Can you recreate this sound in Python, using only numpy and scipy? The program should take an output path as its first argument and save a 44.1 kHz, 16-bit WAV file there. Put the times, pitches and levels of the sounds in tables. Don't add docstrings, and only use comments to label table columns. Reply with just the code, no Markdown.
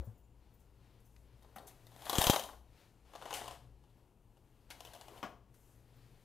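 import sys
import numpy as np
from scipy import signal
from scipy.fft import rfft, irfft
from scipy.io import wavfile
from scipy.ndimage import uniform_filter1d

SR = 44100
rng = np.random.default_rng(int(sys.argv[2]) if len(sys.argv) > 2 else 0)


def amplitude_ratio(level_db):
    exponent = np.asarray(level_db, float) / 20
    return 10 ** exponent


def transcribe(u):
    v = np.clip(np.atleast_2d(u).T, -1, 1)
    q = np.round(v * 32767).astype(np.int16)
    wavfile.write(sys.argv[1], SR, q)


N = 275184

# (frequency [Hz], width [Hz], relative level [dB])
LOW_BODY = [(350, 96, -18.5), (572, 180, 1.5), (702, 70, 3), (790, 190, 6), (880, 230, 4.5),
            (1015, 100, -3), (1143, 280, -15.5), (1500, 350, -4.5)]
# (frequency [Hz], relative level [dB])
BRIGHT_COLOUR = [(3000, -30), (5000, -8.5), (6500, 1.5), (8600, 1), (11600, 3), (14400, -0.5),
                 (15800, -11.5)]
# (frequency [Hz], relative level [dB])
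RUB_COLOUR = [(700, -33.5), (1300, -2.5), (2000, -2), (3000, -3.5), (4500, -5), (7000, -14), (10000, -39.5)]
# (time [s], effort [dB])
PULLS = [
    [(1.75, -105), (1.968, -71), (2.074, -54), (2.216, -39.5), (2.29, -41), (2.346, -44.5), (2.526, -72.5),
     (2.65, -103)],
    [(3.05, -79.5), (3.184, -66), (3.316, -57), (3.372, -49.5), (3.428, -58), (3.542, -61), (3.602, -76.5),
     (3.7, -97.5)],
    [(4.69, -87), (4.715, -63.5), (4.77, -71), (4.879, -64.5), (4.95, -68.5), (5.07, -67.5), (5.1, -69),
     (5.19, -64.5), (5.237, -73), (5.32, -88)],
]


def evened(x):
    return x / np.sqrt(np.mean(x ** 2) + 1e-20)


def read(points, hz):
    f, value = np.transpose(points)
    return np.interp(np.log(hz + 1), np.log(f + 1), value)


def curve(s, db):
    return np.interp(np.arange(N) / SR, s, db, left=-300, right=-300)


def bump(s, half_s):
    return np.exp(-((np.arange(N) / SR - s) / half_s) ** 2)


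def swell(t, rise_ms, t60):
    rise = 1 - np.exp(-1000 * t / max(rise_ms, .02))
    return rise * amplitude_ratio(-60 * t / max(t60, .004))


def add(mix, s, sound):
    at = round(s * SR)
    part = mix[max(at, 0):][:len(sound) + min(at, 0)]
    part += sound[max(-at, 0):][:len(part)]


def resonate(x, hz, width):
    return signal.lfilter(*signal.iirpeak(hz, hz / max(width, 1), SR), x)


def ring(x, body, chance_db=0, edge_hz=6000):
    each_db = chance_db + np.zeros(len(body))
    modes = 0
    for (hz, width, db), chance in zip(body, each_db):
        modes = modes + amplitude_ratio(db + chance) * resonate(x, hz, width) / np.sqrt(width)
    return signal.lfilter(*signal.butter(2, edge_hz, fs=SR), modes)


def colour(x, points):
    hz = np.abs(np.fft.fftfreq(2048, 1 / SR))
    log_gain = np.log(amplitude_ratio(np.maximum(read(points, hz), -100)))
    taps = np.fft.ifft(np.exp(np.conj(signal.hilbert(log_gain)))).real[:1024]
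    return signal.oaconvolve(x, taps)[:len(x)]


def crackle(per_s, spread_db, hiss):
    size = amplitude_ratio(spread_db * np.minimum(rng.exponential(1, N), 4)) * rng.choice([-1, 1], N)
    clicks = size * (rng.random(N) < per_s / SR)
    return evened(evened(clicks) + hiss * rng.standard_normal(N))


def room_tone():
    # (frequency [Hz], relative level [dB])
    air_colour = [(12, -42.5), (20, 4), (53, 4), (123, -7), (167, -6), (469, -14), (603, -32.5), (943, -21),
                  (1650, -51), (2720, -30), (4030, -43.5), (14100, -43.5), (15800, -45.5)]
    # (frequency [Hz], width of each resonance [Hz])
    hum_bands = [(60, 4), (118, 18)]
    hum_db = [-69, -68.5]
    # (time [s], half length [s], lower band change [dB], upper band change [dB])
    level_drifts = [(.2, .2, -0.5, -1), (0.634, .12, -10, -4.5), (1.055, 0.22, 1, -0.5),
                    (2.596, 0.094, 12, -5.5), (3.08, 0.087, 8.5, -15), (3.2, 0.091, -13, -1),
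                    (3.633, 0.17, 7, 8.5), (4.298, 0.79, -5, -3.5), (4.929, 0.049, 5, 3),
                    (5.62, 0.17, 5, 3), (6.097, 0.18, -13, 6.5)]
    hz = np.fft.rfftfreq(N, 1 / SR)
    air = irfft(rfft(rng.standard_normal(N)) * amplitude_ratio(read(air_colour, hz)), N)
    levels_db = np.c_[hum_db] + sum(np.c_[db] * bump(s, half_s) for s, half_s, *db in level_drifts)
    out = amplitude_ratio(-67) * evened(air)
    for level_db, (centre, width) in zip(levels_db, hum_bands):
        once = resonate(rng.standard_normal(N), centre, width)
        out += amplitude_ratio(level_db) * evened(resonate(once, centre, width))
    return out


def puffs():
    # (time [s], level before the factor [dB], time until the pressure crosses zero [ms], signed factor)
    puff_list = [(2.150, -57, 9.4, 0.67), (2.1855, -11, 1.98, 0.55), (2.211, -33, 2.56, -1),
                 (2.268, -31.5, 3.1, -2.2), (2.2981, -5.5, 0.98, 0.73), (5.232, -22, 1.57, 0.074)]
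    out = np.zeros(N)
    for s, db, ms, factor in puff_list:
        u = np.arange(4000) / SR / (ms / 1000)
        push = np.sin(np.pi * u ** 0.35) * np.exp(-.55 * u) * (1 - np.exp(-u / 0.16))
        add(out, s, factor * amplitude_ratio(db) * 1.32 * push)
    return out


def thumps():
    # (time [s], level [dB], frequency [Hz], t60 [s], rise [ms])
    thump_list = [(-.011, -27.5, 66, 0.14, 1.7), (.068, -31, 110, 0.14, 14), (.004, -52, 340, 0.099, 3),
                  (.02, -42.5, 526, 0.058, 11), (0.068, -45, 209, 0.089, 6), (.068, -52, 496, 0.043, 2.8),
                  (5.229, -53, 176, 0.19, 2)]
    out, t = np.zeros(N), np.arange(SR // 2) / SR
    for s, db, hz, t60, rise_ms in thump_list:
        add(out, s, amplitude_ratio(db) * swell(t, rise_ms, t60) * -np.sin(2 * np.pi * hz * t))
    return out


def tings():
    # (time [s], level [dB], part)
    ting_list = [(.043, -66, "tab"), (.15, -82, "slider"), (.177, -74, "tab"), (.235, -76, "slider"),
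                 (.538, -72, "tab"), (.596, -73, "tab"), (.60, -82, "ring"), (1.045, -79, "ring"),
                 (1.05, -78, "pawl"), (1.055, -73, "tab"), (1.06, -68, "clip"), (1.163, -57, "clip"),
                 (1.562, -64, "ring"), (3.340, -55, "pin"), (3.342, -50, "pawl"), (3.357, -52, "pawl"),
                 (3.368, -54, "pin"), (4.706, -60, "pin"), (4.706, -60, "pawl"), (4.72, -60, "latch"),
                 (4.872, -57, "lock"), (4.915, -63, "roller"), (4.937, -60, "roller"), (5.178, -64, "lock"),
                 (5.961, -75, "tab")]
    # (frequency [Hz], t60 [s])
    metal_parts = dict(tab=(14650, .13), slider=(7100, .15), ring=(6300, .09), pawl=(8550, .06),
                   pin=(11200, .13), clip=(2600, .01), lock=(3080, .045), roller=(4300, .03),
                   latch=(2200, .08))
    out, t = np.zeros(N), np.arange(SR // 3) / SR
    for s, db, part in ting_list:
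        hz, t60 = metal_parts[part]
        rattle = evened(uniform_filter1d(rng.standard_normal(len(t)), size=160))
        tone = (1 + .7 * rattle) * np.sin(2 * np.pi * hz * t)
        add(out, s, amplitude_ratio(db) * swell(t, 1.5, t60) * tone)
    return out


def knocks():
    # (time [s], level [dB], t60 [s], hard-tip tick relative to the body's peak [dB], rise [ms])
    knock_list = [(1.5594, -40, 0.104, -18, 1.6), (5.2285, -30, 0.14, -33, 0.59)]
    # (frequency [Hz], relative level [dB])
    frame_colour = [(100, -31), (220, -3.5), (420, -11.5), (680, 2), (900, -4), (1200, -4), (1600, -9.5),
                    (2200, -16), (2950, -16), (4200, -26.5), (6500, -27), (15500, -47.5)]
    out, t = np.zeros(N), np.arange(8000) / SR
    for s, db, t60, tick_db, rise_ms in knock_list:
        noise = rng.standard_normal(8000)
        body = colour(noise * swell(t, rise_ms, t60), frame_colour)
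        tick = colour(noise * swell(t, .4, 0.72 * t60), BRIGHT_COLOUR)
        add(out, s, amplitude_ratio(db) * (body / np.abs(body).max() + amplitude_ratio(tick_db) * tick / tick[:400].std()))
    return out


def strokes():
    # (time [s], level [dB], rise [ms], t60 [s], dullness [0-1])
    stroke_list = [(.009, -58, 0.84, 0.016, .9), (.04, -66.5, 12, 0.21, 0.04), (.175, -74, 5.6, 0.12, .1),
                   (.535, -79, 3, .08, 0), (0.591, -69, 14, 0.16, 0), (1.0, -67, 3, 0.054, 0.2),
                   (1.05, -66, 8, 0.12, .2), (1.163, -56, .5, .02, 0.67), (1.175, -80, 10, .1, .1),
                   (1.668, -45, 7.7, 0.098, 0.13), (1.691, -60.5, 7.1, 0.11, 0.95),
                   (1.86, -70, 10, .08, 0.4), (2.739, -70, 34, 0.38, 0.8), (3.339, -37.5, 2.8, 0.22, 0.4),
                   (4.706, -43.5, 1.04, 0.078, 0.7), (5.084, -73.5, 13, .3, 0.7),
                   (5.54, -64.5, 1.6, 0.19, 0.37)]
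    out, t = np.zeros(N), np.arange(12000) / SR
    for s, db, rise_ms, t60, dull in stroke_list:
        noise = rng.standard_normal(12000)
        hiss, rub = evened(colour(noise, BRIGHT_COLOUR)), evened(colour(noise, RUB_COLOUR))
        stroke = (1 - dull) * hiss + dull * rub
        add(out, s, amplitude_ratio(db) * stroke * swell(t, rise_ms, t60))
    return out


def rustle():
    # (time [s], cloth rubbing [dB], sheen [dB]: smooth nylon hisses, fleece does not)
    moves = [(.05, -84.5, 0), (.3, -90, 1.5), (.46, -81, -6), (.56, -83.5, 0), (.72, -85, -2),
             (.86, -78, -5.5), (.99, -80, -4.5), (1.08, -84.5, 3.5), (1.19, -86.5, 6.5), (1.3, -79, -7),
             (1.4, -80.5, -1), (1.54, -78, -3), (1.62, -77, -4), (1.8, -77, -1.5), (2.0, -79, 5.5),
             (2.621, -86.5, -3), (2.809, -71, -4), (2.93, -82.5, 0), (3.7, -85, -2), (4.0, -84, -0.5),
             (4.15, -91, 2.5), (4.65, -81.5, -1.5), (5.421, -89.5, -7), (5.6, -82.5, 7), (5.72, -80.5, 5.5),
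             (5.85, -81.5, -1.5), (6.0, -75.5, -4.5), (6.24, -78.5, -1)]
    # (time [s], level [dB], t60 [s])
    scuffs = [(0, -58, .3), (.065, -72.5, .25), (1.42, -71, .5), (1.575, -57.5, 0.48), (3.97, -76.5, 0.47),
              (5.085, -58, 0.59), (5.23, -55, 0.37), (5.68, -71, 0.14)]
    # (frequency [Hz], relative level [dB])
    scuff_colour = [(100, -25), (250, -3.5), (500, -2), (900, -6), (1400, -14), (3000, -33)]
    t = np.arange(N) / SR
    # level at -60 dB of effort, then dB per dB
    effort_db = np.max([curve(*np.transpose(rows)) for rows in PULLS], axis=0)
    rub = amplitude_ratio(-64.5 + 0.96 * (effort_db + 60))
    hiss = amplitude_ratio(-63.5 + 1.15 * (effort_db + 60))
    scuff = amplitude_ratio(-67 + 0.68 * (effort_db + 60))
    s, move_db, sheen_db = np.transpose(moves)
    move_db, sheen_db = np.interp(t, s, move_db), np.interp(t, s, sheen_db)
    rub = rub + amplitude_ratio(move_db)
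    hiss = hiss + amplitude_ratio(move_db + sheen_db)
    scuff = scuff + amplitude_ratio(-76.5 + 0.39 * (move_db + 82))
    for at_s, db, t60 in scuffs:
        add(scuff, at_s, amplitude_ratio(db) * swell(t[:SR], 16, t60))
    fibres = crackle(per_s=2500, spread_db=2.5, hiss=2)
    coarse = crackle(per_s=400, spread_db=2.5, hiss=2)
    out = rub * evened(colour(fibres, RUB_COLOUR))
    out += hiss * evened(colour(fibres, BRIGHT_COLOUR))
    return out + scuff * evened(colour(coarse, scuff_colour))


def clack_body(s):
    # (frequency before the stack's factor [Hz], width [Hz], relative level [dB])
    clack_modes = [(1714, 220, -1), (2990, 430, 0.5), (3160, 330, 2), (3600, 190, -3), (4300, 1900, -5.5)]
    light, full, from_s, grows_s = 1.18, 0.95, 1.835, 0.41
    factor = full + (light - full) * np.exp(-max(s - from_s, 0) / grows_s)
    return [(hz * factor, width, db) for hz, width, db in clack_modes]


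def blow(modes, db, hardness_db):
    t = np.arange(6000) / SR
    bounces = rng.standard_normal(6000) * (0.27 + (rng.random(6000) < .008) * 2.8)
    t60 = .05 * np.exp(0.22 * rng.standard_normal())
    first_touch = 1 + 5.5 * np.exp(-t / 0.00031)
    drive = bounces * swell(t, .25, t60) * first_touch
    low = ring(drive, LOW_BODY, 3.5 * rng.standard_normal(len(LOW_BODY)), edge_hz=1700)
    clack = ring(drive, modes, 4 * rng.standard_normal(len(modes)))
    tint = [(hz, level_db + 3.5 * rng.standard_normal()) for hz, level_db in BRIGHT_COLOUR]
    treble = colour(drive, tint)
    start = slice(0, SR // 100)
    out = low / np.abs(low).max()
    out += amplitude_ratio(-12.5 + hardness_db) * clack / clack[start].std()
    out += amplitude_ratio(-14.5 + 1.4 * hardness_db) * treble / treble[start].std()
    return amplitude_ratio(db) * out


def jostle(body, per_s, edge_hz):
    touched = (ring(crackle(per_s, spread_db=1.0, hiss=0.93), [mode], edge_hz=edge_hz) for mode in body)
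    return evened(sum(touched))


def blind():
    # (time [s], level of the low body [dB], hardness [dB]: edge-on contacts are bright, flat ones dull)
    blow_list = [(1.423, -66, 6), (1.446, -52.5, -12), (1.582, -43.5, -5), (1.676, -54.5, 1),
                 (1.867, -55.5, 3), (1.917, -54, -6), (1.962, -48, -4.5), (2.019, -46, -2),
                 (2.054, -46, 4.5), (2.066, -35, -12), (2.095, -29, 4), (2.129, -27.5, -1),
                 (2.153, -27, 0.5), (2.182, -27.5, 6.5), (2.211, -22, 2), (2.222, -35, 7.5),
                 (2.239, -23, 2), (2.267, -21, 3), (2.297, -24.5, 6.5), (2.304, -33, 3), (2.331, -25.5, -1),
                 (2.36, -22, -3.5), (2.393, -34, 2.5), (2.436, -38.5, 1), (2.488, -40.5, -11.5),
                 (2.531, -48.5, -10), (3.134, -45, -6), (3.151, -39, -6.5), (3.158, -44.5, -2.5),
                 (3.214, -43, -9), (3.222, -39, -5.5), (3.254, -36.5, -5.5), (3.276, -47.5, -10),
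                 (3.306, -35, -3), (3.327, -32.5, -2), (3.338, -44, 11.5), (3.344, -47.5, 10.5),
                 (3.368, -49, 4), (3.412, -37.5, -5), (3.441, -42, -2), (3.457, -37.5, -7),
                 (3.478, -37.5, -0.5), (3.509, -41, -2), (3.837, -60.5, -6.5), (3.898, -76, 4),
                 (3.969, -68.5, -7), (4.369, -60, -4.5), (4.702, -47.5, 4), (4.804, -43.5, 1),
                 (4.849, -46, 1), (4.871, -63.5, 8.5), (4.934, -47, 1.5), (4.948, -46.5, -1.5),
                 (5.01, -42.5, -2.5), (5.081, -44, -5), (5.178, -55, -3)]
    delay_s = .0012
    out = np.zeros(N)
    for s, db, hardness_db in blow_list:
        add(out, s + delay_s, blow(clack_body(s), db, hardness_db))
    low = jostle(LOW_BODY, per_s=200, edge_hz=1900)
    for rows in PULLS:
        s, effort_db = np.transpose(rows)
        clack = jostle(clack_body(s.mean()), per_s=89, edge_hz=7700)
        effort = uniform_filter1d(amplitude_ratio(curve(s, effort_db)), size=300)
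        out += effort * (low + amplitude_ratio(-7.5) * clack)
    return out


def shaded(x):
    top = signal.sosfiltfilt(signal.butter(2, 9600, "high", fs=SR, output="sos"), x)
    shade_db = -2.17 - 7 * bump(3.33, .4)
    return x + (amplitude_ratio(shade_db) - 1) * top


def room(x):
    # (frequency [Hz], t60 [s])
    decay = [(100, 0.6), (300, 0.44), (700, 0.41), (2000, 0.35), (6000, 0.4), (15000, 0.41)]
    taps, at = np.zeros((3, SR)), np.arange(260, SR - 20, 20)
    places = at + rng.integers(0, 20, (3, len(at)))
    np.put_along_axis(taps, places, rng.choice([-1., 1.], (3, len(at))), axis=1)
    hz, t, z = signal.stft(taps, SR, nperseg=256)
    tails = signal.istft(z * amplitude_ratio(-60 * t / read(decay, hz)[:, None]), SR, nperseg=256)[1]
    rounds = np.arange(N) / SR * 6 + np.arange(3)[:, None] / 3
    turns = np.sqrt(2 / 3) * np.cos(2 * np.pi * rounds)
    return signal.fftconvolve(turns * x, tails / np.linalg.norm(tails[0]), axes=1).sum(0)[:N]


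def scene():
    pan = np.array([[4 / 3], [2 / 3]])
    near = shaded(blind() + rustle() + strokes()) + knocks() + tings()
    return pan * (near + amplitude_ratio(-8) * room(near) + thumps() + puffs() + room_tone())


def roll_off(x):
    return signal.sosfilt(signal.butter(12, 15970, fs=SR, output="sos"), x)


def record(dry):
    low_pass = signal.firwin(511, 15800, window=("kaiser", 9), fs=SR)
    limited = signal.oaconvolve(dry, low_pass[None], "same")
    return roll_off(limited)


dry = scene()
out = record(dry)
transcribe(out)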